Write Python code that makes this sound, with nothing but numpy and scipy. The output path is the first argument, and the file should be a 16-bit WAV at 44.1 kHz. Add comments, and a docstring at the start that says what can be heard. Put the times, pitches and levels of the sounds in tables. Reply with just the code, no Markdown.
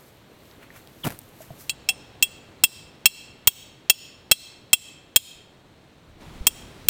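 """A steel hammer drives a metal tent stake into gravel in a forest.
First, over a steady wash of air: cloth rustles (filtered grains), small things tick (decaying partials), a boot
crunches (noise snaps, low noise, a gliding squeak). Then twelve blows: choked steel modes, crack, thud and ground
push, each with a soft echo from the trunks (sparse taps). At 6.2 s a cut: the air is abruptly louder, with a smooth
hiss. Around it a breeze bumps the microphone (low noise, one pulse). Gain control and a limiter act on loud blows."""
import sys
import numpy as np
from scipy import signal
from scipy.fft import rfft, irfft
from scipy.io import wavfile
from scipy.ndimage import uniform_filter1d

SR = 44100
rng = np.random.default_rng(int(sys.argv[2]) if len(sys.argv) > 2 else 0)


def dump_mix(stems):
    """Bounce the given channels to the path in sys.argv[1] as a 16-bit WAV at rate SR."""
    frames = np.atleast_2d(stems).T  # one column per channel
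    limited = np.clip(frames, -1, 1)  # hard clip at full scale
    pcm = np.round(limited * 32767).astype(np.int16)
    wavfile.write(sys.argv[1], SR, pcm)


N = 303849

# Air spectrum. Each row: frequency in Hz, relative level in dB.
AIR_SPECTRUM = [(15, -35), (30, -20), (72, -6), (125, -3), (175, -7.5), (330, -8.5), (560, -12),
                (800, -15.5), (1400, -20), (4300, -24), (4800, -31.5), (8700, -35.5), (9400, -41.5),
                (12000, -41), (16000, -44.5)]
# Air level over time, with a step at the cut. Each row: time in seconds, level in dB against AIR_DB.
AIR_LEVEL = [(0, 0), (.6, 1.5), (1.2, 1), (2, 3.5), (3.5, 0.5), (5.5, -1.26), (6.18, -0.5), (6.22, 6.5),
             (6.89, 4.5)]
AIR_DB = -52.5

# Spectrum of the fine cloth grains. Each row: frequency in Hz, relative level in dB.
CLOTH_FINE_SPECTRUM = [(2500, -21), (4500, 1), (8000, 2.5), (10000, 0.5), (13000, 6.5), (16000, -0.5)]
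# Duller cloth body, then hiss after the cut. Each row: frequency in Hz, relative level in dB.
CLOTH_BODY_SPECTRUM = [(500, -5.0), (1000, 0.5), (2000, 1.5), (3000, -3.0), (4500, -16)]
HISS_SPECTRUM = [(300, -2.0), (1200, 0.0), (4000, -2.5), (9000, -10.0), (16000, -19)]
# Faint cloth bed. Each row: time in seconds, level of the fine grains in dB.
CLOTH_BED = [(0, -58), (.25, -71.5), (.48, -60.5), (.68, -72), (1.02, -57), (1.35, -60.5), (1.69, -61)]
BED_BODY_DB = -11.5  # body of the bed against its fine grains
# Cloth swishes. Each row: time of the peak in seconds, fine grains in dB, duller body in dB.
SWISHES = [(.08, -66, -73), (.522, -74, -61), (.632, -76, -50), (0.763, -51, -49), (1.42, -50.5, -55),
           (1.61, -46, -61)]
SWISH_RISE_DB_PER_S, SWISH_FALL_DB_PER_S = 480, 300
# Smooth hiss after the cut. Each row: time in seconds, level in dB.
HISS_LEVEL = [(6.19, -87.5), (6.21, -58.5), (6.89, -56)]

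# Small ticks and knocks. Each row: start in seconds, level in dB, pitch in Hz, t60 in seconds.
TICKS = [(.318, -47, 438, 0.027), (.455, -52, 4500, 0.014), (0.513, -43, 4000, .01),
         (0.704, -44.5, 1970, 0.051), (.874, -29.5, 8000, 0.0034), (1.19, -27, 11700, 0.015),
         (1.216, -43, 10000, 0.015), (1.24, -48, 13000, 0.0046), (1.29, -48, 12900, .01),
         (1.405, -43.5, 630, 0.12), (1.505, -42.5, 670, 0.089), (1.507, -40, 143, 0.092),
         (1.889, -44, 758, 0.25)]

# Boot on gravel. Each row: time in seconds, stones in dB, weight in dB.
STEP = [(1.03, -67, -58), (1.044, -30, -43), (1.049, -27, -24.5), (1.06, -35, -27.5), (1.075, -33, -18),
        (1.086, -43, -38.5), (1.11, -39.5, -45.5), (1.135, -44, -47), (1.2, -70, -66)]
# Squeak of the sole. Each row: time in seconds, level in dB, pitch in Hz.
SQUEAK = [(1.033, -51, 3500), (1.038, -28, 3290), (1.046, -30.5, 2920), (1.05, -43, 2780)]
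# Boot stones, then boot weight. Each row: frequency in Hz, relative level in dB.
STONES_SPECTRUM = [(500, 14), (2000, 10), (6000, -0.5), (13000, 6), (16000, 1.0)]
WEIGHT_SPECTRUM = [(40, -11), (130, 1.5), (400, -12.5), (1000, -15), (4000, -34.0)]

# Hammer blows. Each row: start in seconds, level in dB, then against that level in dB: squareness of the hit,
# ring near 4 kHz, ring of the head near 15 kHz, gravel thud, ground push, after-ring;
# last the share by which the lowest mode starts flat.
BLOWS = [(1.695, -2, 2.5, 7.5, -8, -41, -48.5, -18.5, 0.043),
         (1.8885, 0.5, 7, 0, -5, -47, -55, -6.5, 0.028),
         (2.2254, 6, 3.5, -7, -1.5, -43.5, -70, -8.5, 0.018),
         (2.6373, 14, 0.4, -6.5, 2.4, -32, -49, -15, 0.02),
         (3.0571, 15, 4.5, 3, 4, -28, -47.5, -20.5, 0.02),
         (3.4728, 15, -5.5, 1, 7.5, -27.5, -31, -24.5, .014),
         (3.898, 13.5, 4, -0.5, 3, -26.5, -43.5, -20, 0.022),
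         (4.3137, 16, 2.5, 6, -2.1, -27.5, -34, -18, 0.019),
         (4.7311, 16, -0.2, -3.5, -0.2, -31, -40, -21, 0.035),
         (5.1603, 16.5, -6.5, 5, 2, -27.5, -35.5, -26, 0.037),
         (6.4685, 14, -8.5, -6, 1.5, -32, -56, -36, 0.018),
         (6.8854, 10.5, -4.5, 5, 6, -28, -46, -26.5, 0.02)]
# Modes of head and stake. Each row: nominal settled frequency in Hz.
STEEL_HZ = [2705, 3282, 4075, 4550, 5410, 5540, 6300, 7045, 7700, 7870, 8360, 8675, 9375, 10100, 11270,
            14720, 14830, 15470]
# The same modes. Each row: level in dB against its group at a 15 ms choke, t60 in seconds at a 16 ms choke
# (before the grip), dB gained per doubling of the choke time (a loose stake rings otherwise).
STEEL_MODES = [(-2.5, 0.062, 0.5), (1, 0.093, -5), (-7, 0.045, -13), (-15.5, 0.022, 11.5),
               (-7.5, 0.037, -11), (-16, 0.01, 13.5), (-22.5, 0.028, 4), (-13, 0.04, 2.5),
               (-10.5, 0.031, -6.5), (-10.5, 0.048, -2.5), (-17, 0.043, 7), (-17.5, 0.12, 2),
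               (-19.5, .07, 3.5), (-14.5, 0.015, -1.5), (-11, .035, -1), (-9, 0.022, -4), (-6, 0.05, 3.),
               (-10, 0.016, 0.)]
# Borders between the mode groups. Each row: frequency in Hz.
GROUP_EDGES_HZ = [2950, 3600, 4900, 6500, 9600, 13500]
# Mode groups near 2.7, 3.3, 4.3, 5.5, 8, 11 and 15 kHz.
# Each row: level in dB, share of the squareness that the group follows.
MODE_GROUPS = [(-18.5, 1.), (-21.5, 0.31), (-19, 0.7), (-13, 0.69), (-13, 0.), (-22, 0.52), (-15, 0.085)]
# The harder the blow, the sooner the hand chokes the ring.
CHOKE_AT_0_DB_S, CHOKE_S_PER_DB = 0.0225, -0.00025
# Contact crack. Each row: frequency in Hz, relative level in dB.
CRACK_SPECTRUM = [(1200, -24), (2200, -17.5), (4000, -16), (8000, -15.5), (12000, -17), (16000, -27.5)]
# Gravel thud. Each row: frequency in Hz, relative level in dB.
THUD_SPECTRUM = [(120, -19.5), (300, -3), (900, 1.5), (1800, -4.5), (2500, -8)]
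# Push through the ground. One row: frequency in Hz, t60 in seconds.
GROUND_PUSH = (110, 0.033)

# Echo decay. Each row: frequency in Hz, t60 in seconds.
TRUNK_DECAY = [(1500, 0.81), (3000, 0.74), (6000, 0.58), (10000, 0.41), (16000, 0.33)]
# Echo colour; thin trunks return little bass. Each row: frequency in Hz, relative level in dB.
BARK_SPECTRUM = [(800, -14.5), (2500, -2), (4100, 2.5), (6000, 1), (15000, -3.5)]
ECHO_DB = -25.5

# Gusts on the microphone. Each row: time of the peak in seconds, level in dB, rise and fall in dB per second.
GUSTS = [(6.1, -51, 350), (6.35, -43, 90), (6.55, -49, 402), (6.65, -52, 300), (6.89, -46, 123)]
# Gust noise. Each row: frequency in Hz, relative level in dB.
GUST_SPECTRUM = [(8, -18), (30, -1.5), (80, -7.0), (250, -14.5), (600, -52)]
# Soft pressure bump. One row: time of the peak in seconds, peak in dB, width scale in seconds.
PRESSURE_BUMP = (6.414, -24, .0035)

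BAND_LIMIT_HZ = 16700


def gain_of(db):
    """Amplitude factor of a level in dB."""
    return 10 ** (np.asarray(db) / 20)


def evened(x):
    """Scales x to rms 1."""
    return x / np.sqrt(np.mean(x ** 2) + 1e-20)


def read(points, hz):
    """Reads a table of (Hz, value) along log frequency."""
    f, value = np.transpose(points)
    return np.interp(np.log(hz + 1), np.log(f + 1), value)


def add(mix, start_s, sound):
    """Adds a sound into mix in place, cut off at the end."""
    part = mix[round(start_s * SR):][:len(sound)]
    part += sound[:len(part)]


def curves(rows, silent_db=-120):
    """Each column of a table over the whole length, silent_db outside it."""
    s, *columns = np.transpose(rows)
    t = np.arange(N) / SR
    return [np.interp(t, s, column, silent_db, silent_db) for column in columns]


def swells(peak_s, peak_db, rise_db_per_s, fall_db_per_s):
    """Summed envelopes that climb to their peaks and sink again at steady dB rates."""
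    since_s = np.arange(N) / SR - np.asarray(peak_s)[:, None]
    rise = np.reshape(rise_db_per_s, (-1, 1))
    fall = np.reshape(fall_db_per_s, (-1, 1))
    slope = np.where(since_s < 0, rise, -fall)
    return gain_of(np.asarray(peak_db)[:, None] + slope * since_s).sum(0)


def coloured(x, spectrum):
    """Filters x by a spectrum in dB, rms 1."""
    hz = np.fft.rfftfreq(len(x), 1 / SR)
    return evened(irfft(rfft(x) * gain_of(read(spectrum, hz)), len(x)))


def grains(per_s, spread_db):
    """Sparse clicks of random sign, a few of them large."""
    size_db = spread_db * np.minimum(rng.exponential(1, N), 4)
    size = gain_of(size_db) * rng.choice([-1., 1.], N)
    return size * (rng.random(N) < per_s / SR)


def air():
    """Distant forest wash: noise whose spectrum drifts in patches of time and frequency."""
    hz = np.fft.rfftfreq(1024, 1 / SR)
    real, imag, patches = rng.standard_normal((N // 256 + 5, 513, 3)).T
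    patches = uniform_filter1d(uniform_filter1d(patches, 10, 0), 12, 1)
    patches_db = 0.47 * evened(patches)
    gain = gain_of(read(AIR_SPECTRUM, hz)[:, None] + patches_db)
    wash = signal.istft((real + 1j * imag) * gain, nperseg=1024, noverlap=768)[1]
    return gain_of(AIR_DB + curves(AIR_LEVEL)[0]) * evened(wash[:N])


def rustle():
    """Cloth sliding: dense fine grains and a duller body, as a bed and in swishes; plus the hiss after the cut."""
    peak_s, fine_db, body_db = np.transpose(SWISHES)
    rates = SWISH_RISE_DB_PER_S, SWISH_FALL_DB_PER_S
    bed = gain_of(curves(CLOTH_BED)[0])
    fine = coloured(grains(5300, 3.1), CLOTH_FINE_SPECTRUM)
    body = coloured(grains(3000, 0.85), CLOTH_BODY_SPECTRUM)
    hiss = coloured(rng.standard_normal(N), HISS_SPECTRUM)
    fine = fine * (bed + swells(peak_s, fine_db, *rates))
    body = body * (gain_of(BED_BODY_DB) * bed + swells(peak_s, body_db, *rates))
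    return fine + body + gain_of(curves(HISS_LEVEL)[0]) * hiss


def ticks():
    """Each tick is 16 close, quickly dying partials around its pitch."""
    out, t = np.zeros(N), np.arange(SR // 8) / SR
    for start_s, level_db, hz, t60_s in TICKS:
        # short ticks are wide
        partials_hz = hz * (1 + 0.0038 / t60_s * rng.uniform(-1.2, 1, (16, 1)))
        ring = np.sin(2 * np.pi * partials_hz * t).sum(0) / 6
        add(out, start_s, gain_of(level_db - 60 * t / t60_s) * ring)
    return out


def boot():
    """Stones snapping past each other, the low push of the weight and a brief squeak of the sole."""
    stones_db, weight_db = curves(STEP)
    fade = np.exp(-np.arange(100) / 20)
    # each snap a noise burst
    snaps = signal.oaconvolve(abs(grains(1500, 3.9)), fade)[:N] * rng.standard_normal(N)
    stones = coloured(snaps, STONES_SPECTRUM)
    weight = coloured(rng.standard_normal(N), WEIGHT_SPECTRUM)
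    squeak_db, squeak_hz = curves(SQUEAK)
    jitter = uniform_filter1d(rng.standard_normal(N), 40) / 4
    squeak = np.sin(2 * np.pi * np.cumsum(squeak_hz * (1 + jitter)) / SR)
    return gain_of(stones_db) * stones + gain_of(weight_db) * weight + gain_of(squeak_db) * squeak


def steel(t, choke_s, square_db, ring_db, head_db, sag):
    """Modes of head and stake: decaying sines that start flat and flutter."""
    hz = np.array(STEEL_HZ)[:, None]
    db, t60_s, loose_db = np.transpose(STEEL_MODES)[:, :, None]
    level_chance, pitch_chance, phase_chance = rng.standard_normal((3, len(hz), 1))
    group_db, share = np.transpose(MODE_GROUPS)
    group_db = group_db + share * square_db + [0, 0, ring_db, 0, 0, 0, head_db]
    db = db + group_db[np.searchsorted(GROUP_EDGES_HZ, hz)] + level_chance
    db = db + loose_db * np.log2(choke_s / 0.015)
    # head and stake load each other while in contact: modes start flat, low ones most, and slide up
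    slide = 1 - sag * (hz[0] / hz) ** 0.31 * np.exp(-(t / 0.0058) ** 2)
    turns = np.cumsum(hz * (1 + 0.0016 * pitch_chance) * slide, axis=1) / SR
    # the stake chatters against stones, so each mode's strength flutters
    chatter = uniform_filter1d(rng.standard_normal((len(hz), len(t))), 120, axis=1)
    flutter = 1 + 0.27 * evened(chatter)
    decay = gain_of(db - 60 * t / (t60_s * choke_s / 0.016))
    return (flutter * decay * np.sin(2 * np.pi * turns + 3 * phase_chance)).sum(0)


def blow(level_db, square_db, ring_db, head_db, thud_db, push_db, after_db, sag):
    """Steel modes, a crack of contact noise, a thud in the gravel and a low push through the ground."""
    t = np.arange(SR // 4) / SR
    choke_s = CHOKE_AT_0_DB_S + CHOKE_S_PER_DB * level_db
    modes = steel(t, choke_s, square_db, ring_db, head_db, sag)
    crack_db = 0.45 * thud_db - 5.5  # grows with the thud
    crack = coloured(rng.standard_normal(len(t)), CRACK_SPECTRUM) * gain_of(crack_db - 60 * t / 0.028)
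    thud = coloured(rng.standard_normal(len(t)), THUD_SPECTRUM) * gain_of(thud_db - 60 * t / 0.032)
    push_hz, push_t60_s = GROUND_PUSH
    push = np.sin(2 * np.pi * push_hz * t) * gain_of(push_db - 60 * t / push_t60_s)
    # the hand chokes the stake within some ms, leaving a faint after-ring
    grip = gain_of(after_db) + np.exp(-(t / choke_s) ** 2)
    attack = np.minimum(t / 0.00053, 1)
    return gain_of(level_db) * attack * (grip * (modes + crack + thud) + push)


def hammer():
    """All blows in place; the trunks hear mostly the bright first instant of each."""
    near, far = np.zeros((2, N))
    for start_s, *strike in BLOWS:
        sound = blow(*strike)
        first_instant = np.exp(-np.arange(len(sound)) / (0.012 * SR))
        add(near, start_s, sound)
        add(far, start_s, gain_of(ECHO_DB) * sound * first_instant)
    return near + forest(far)


def forest(x):
    """Scattered echoes: weaker from the open clearing, swelling when the ring of trunks answers."""
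    taps = np.zeros(SR)
    at = np.arange(200, SR - 20, 20)
    taps[at + rng.integers(0, 20, len(at))] = rng.choice([-1., 1.], len(at))
    hz, t, z = signal.stft(taps, SR, nperseg=256)
    arrival = 0.92 + 1 / (1 + np.exp((0.09 - t) / 0.012))  # trunks answer around 90 ms
    colour = gain_of(read(BARK_SPECTRUM, hz))[:, None]
    decay = gain_of(-60 * t / read(TRUNK_DECAY, hz)[:, None])
    tail = signal.istft(z * arrival * colour * decay, SR, nperseg=256)[1]
    return signal.fftconvolve(x, tail / np.linalg.norm(tail))[:N]


def wind():
    """Low, lumpy pressure in gusts, and one clear bump with a shallow dip on either side."""
    lumps = coloured(rng.standard_normal(N), GUST_SPECTRUM)
    gust_s, gust_db, rate_db_per_s = np.transpose(GUSTS)
    gusts = swells(gust_s, gust_db, rate_db_per_s, rate_db_per_s) * lumps
    bump_s, peak_db, width_s = PRESSURE_BUMP
    u = (np.arange(N) / SR - bump_s) / width_s
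    bump = gain_of(peak_db) * (1 - 0.24 * u ** 2) * np.exp(-u ** 2 / 4)
    return gusts + bump


def scene():
    """Sum of all sources, one channel."""
    return (hammer() + air() + rustle() + boot() + ticks() + wind())[None]


def held_excess_db(x, limit_db, release_db_per_s):
    """How far the short-time power stands over a limit; rises at once, sinks at the release rate."""
    power_db = 10 * np.log10(abs(uniform_filter1d(x ** 2, 60)) + 1e-12)
    fall_db = np.arange(N) * release_db_per_s / SR
    held_db = np.maximum.accumulate(power_db + fall_db) - fall_db
    return np.maximum(held_db - limit_db, 0)


def record(dry):
    """Slow gain control ducks the air after a loud blow, a quick limiter flattens its top; then the band limit."""
    keep = np.exp(-1 / (0.019 * SR))  # 19 ms smoothing
    slow_db = signal.lfilter([1 - keep], [1, -keep], held_excess_db(dry[0], -9.0, 69.0))
    ducked = dry[0] / gain_of(0.78 * slow_db)
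    quick_db = uniform_filter1d(held_excess_db(ducked, -4.5, 1600.0), 40)
    limited = np.clip(ducked / gain_of(1.24 * quick_db), -0.92, 0.92)
    lowpass = signal.firwin(255, BAND_LIMIT_HZ, window=("kaiser", 8), fs=SR)
    out = signal.oaconvolve(limited, lowpass, "same")
    return np.clip(out, -1, 1)[None]


dry = scene()
out = record(dry)
dump_mix(out)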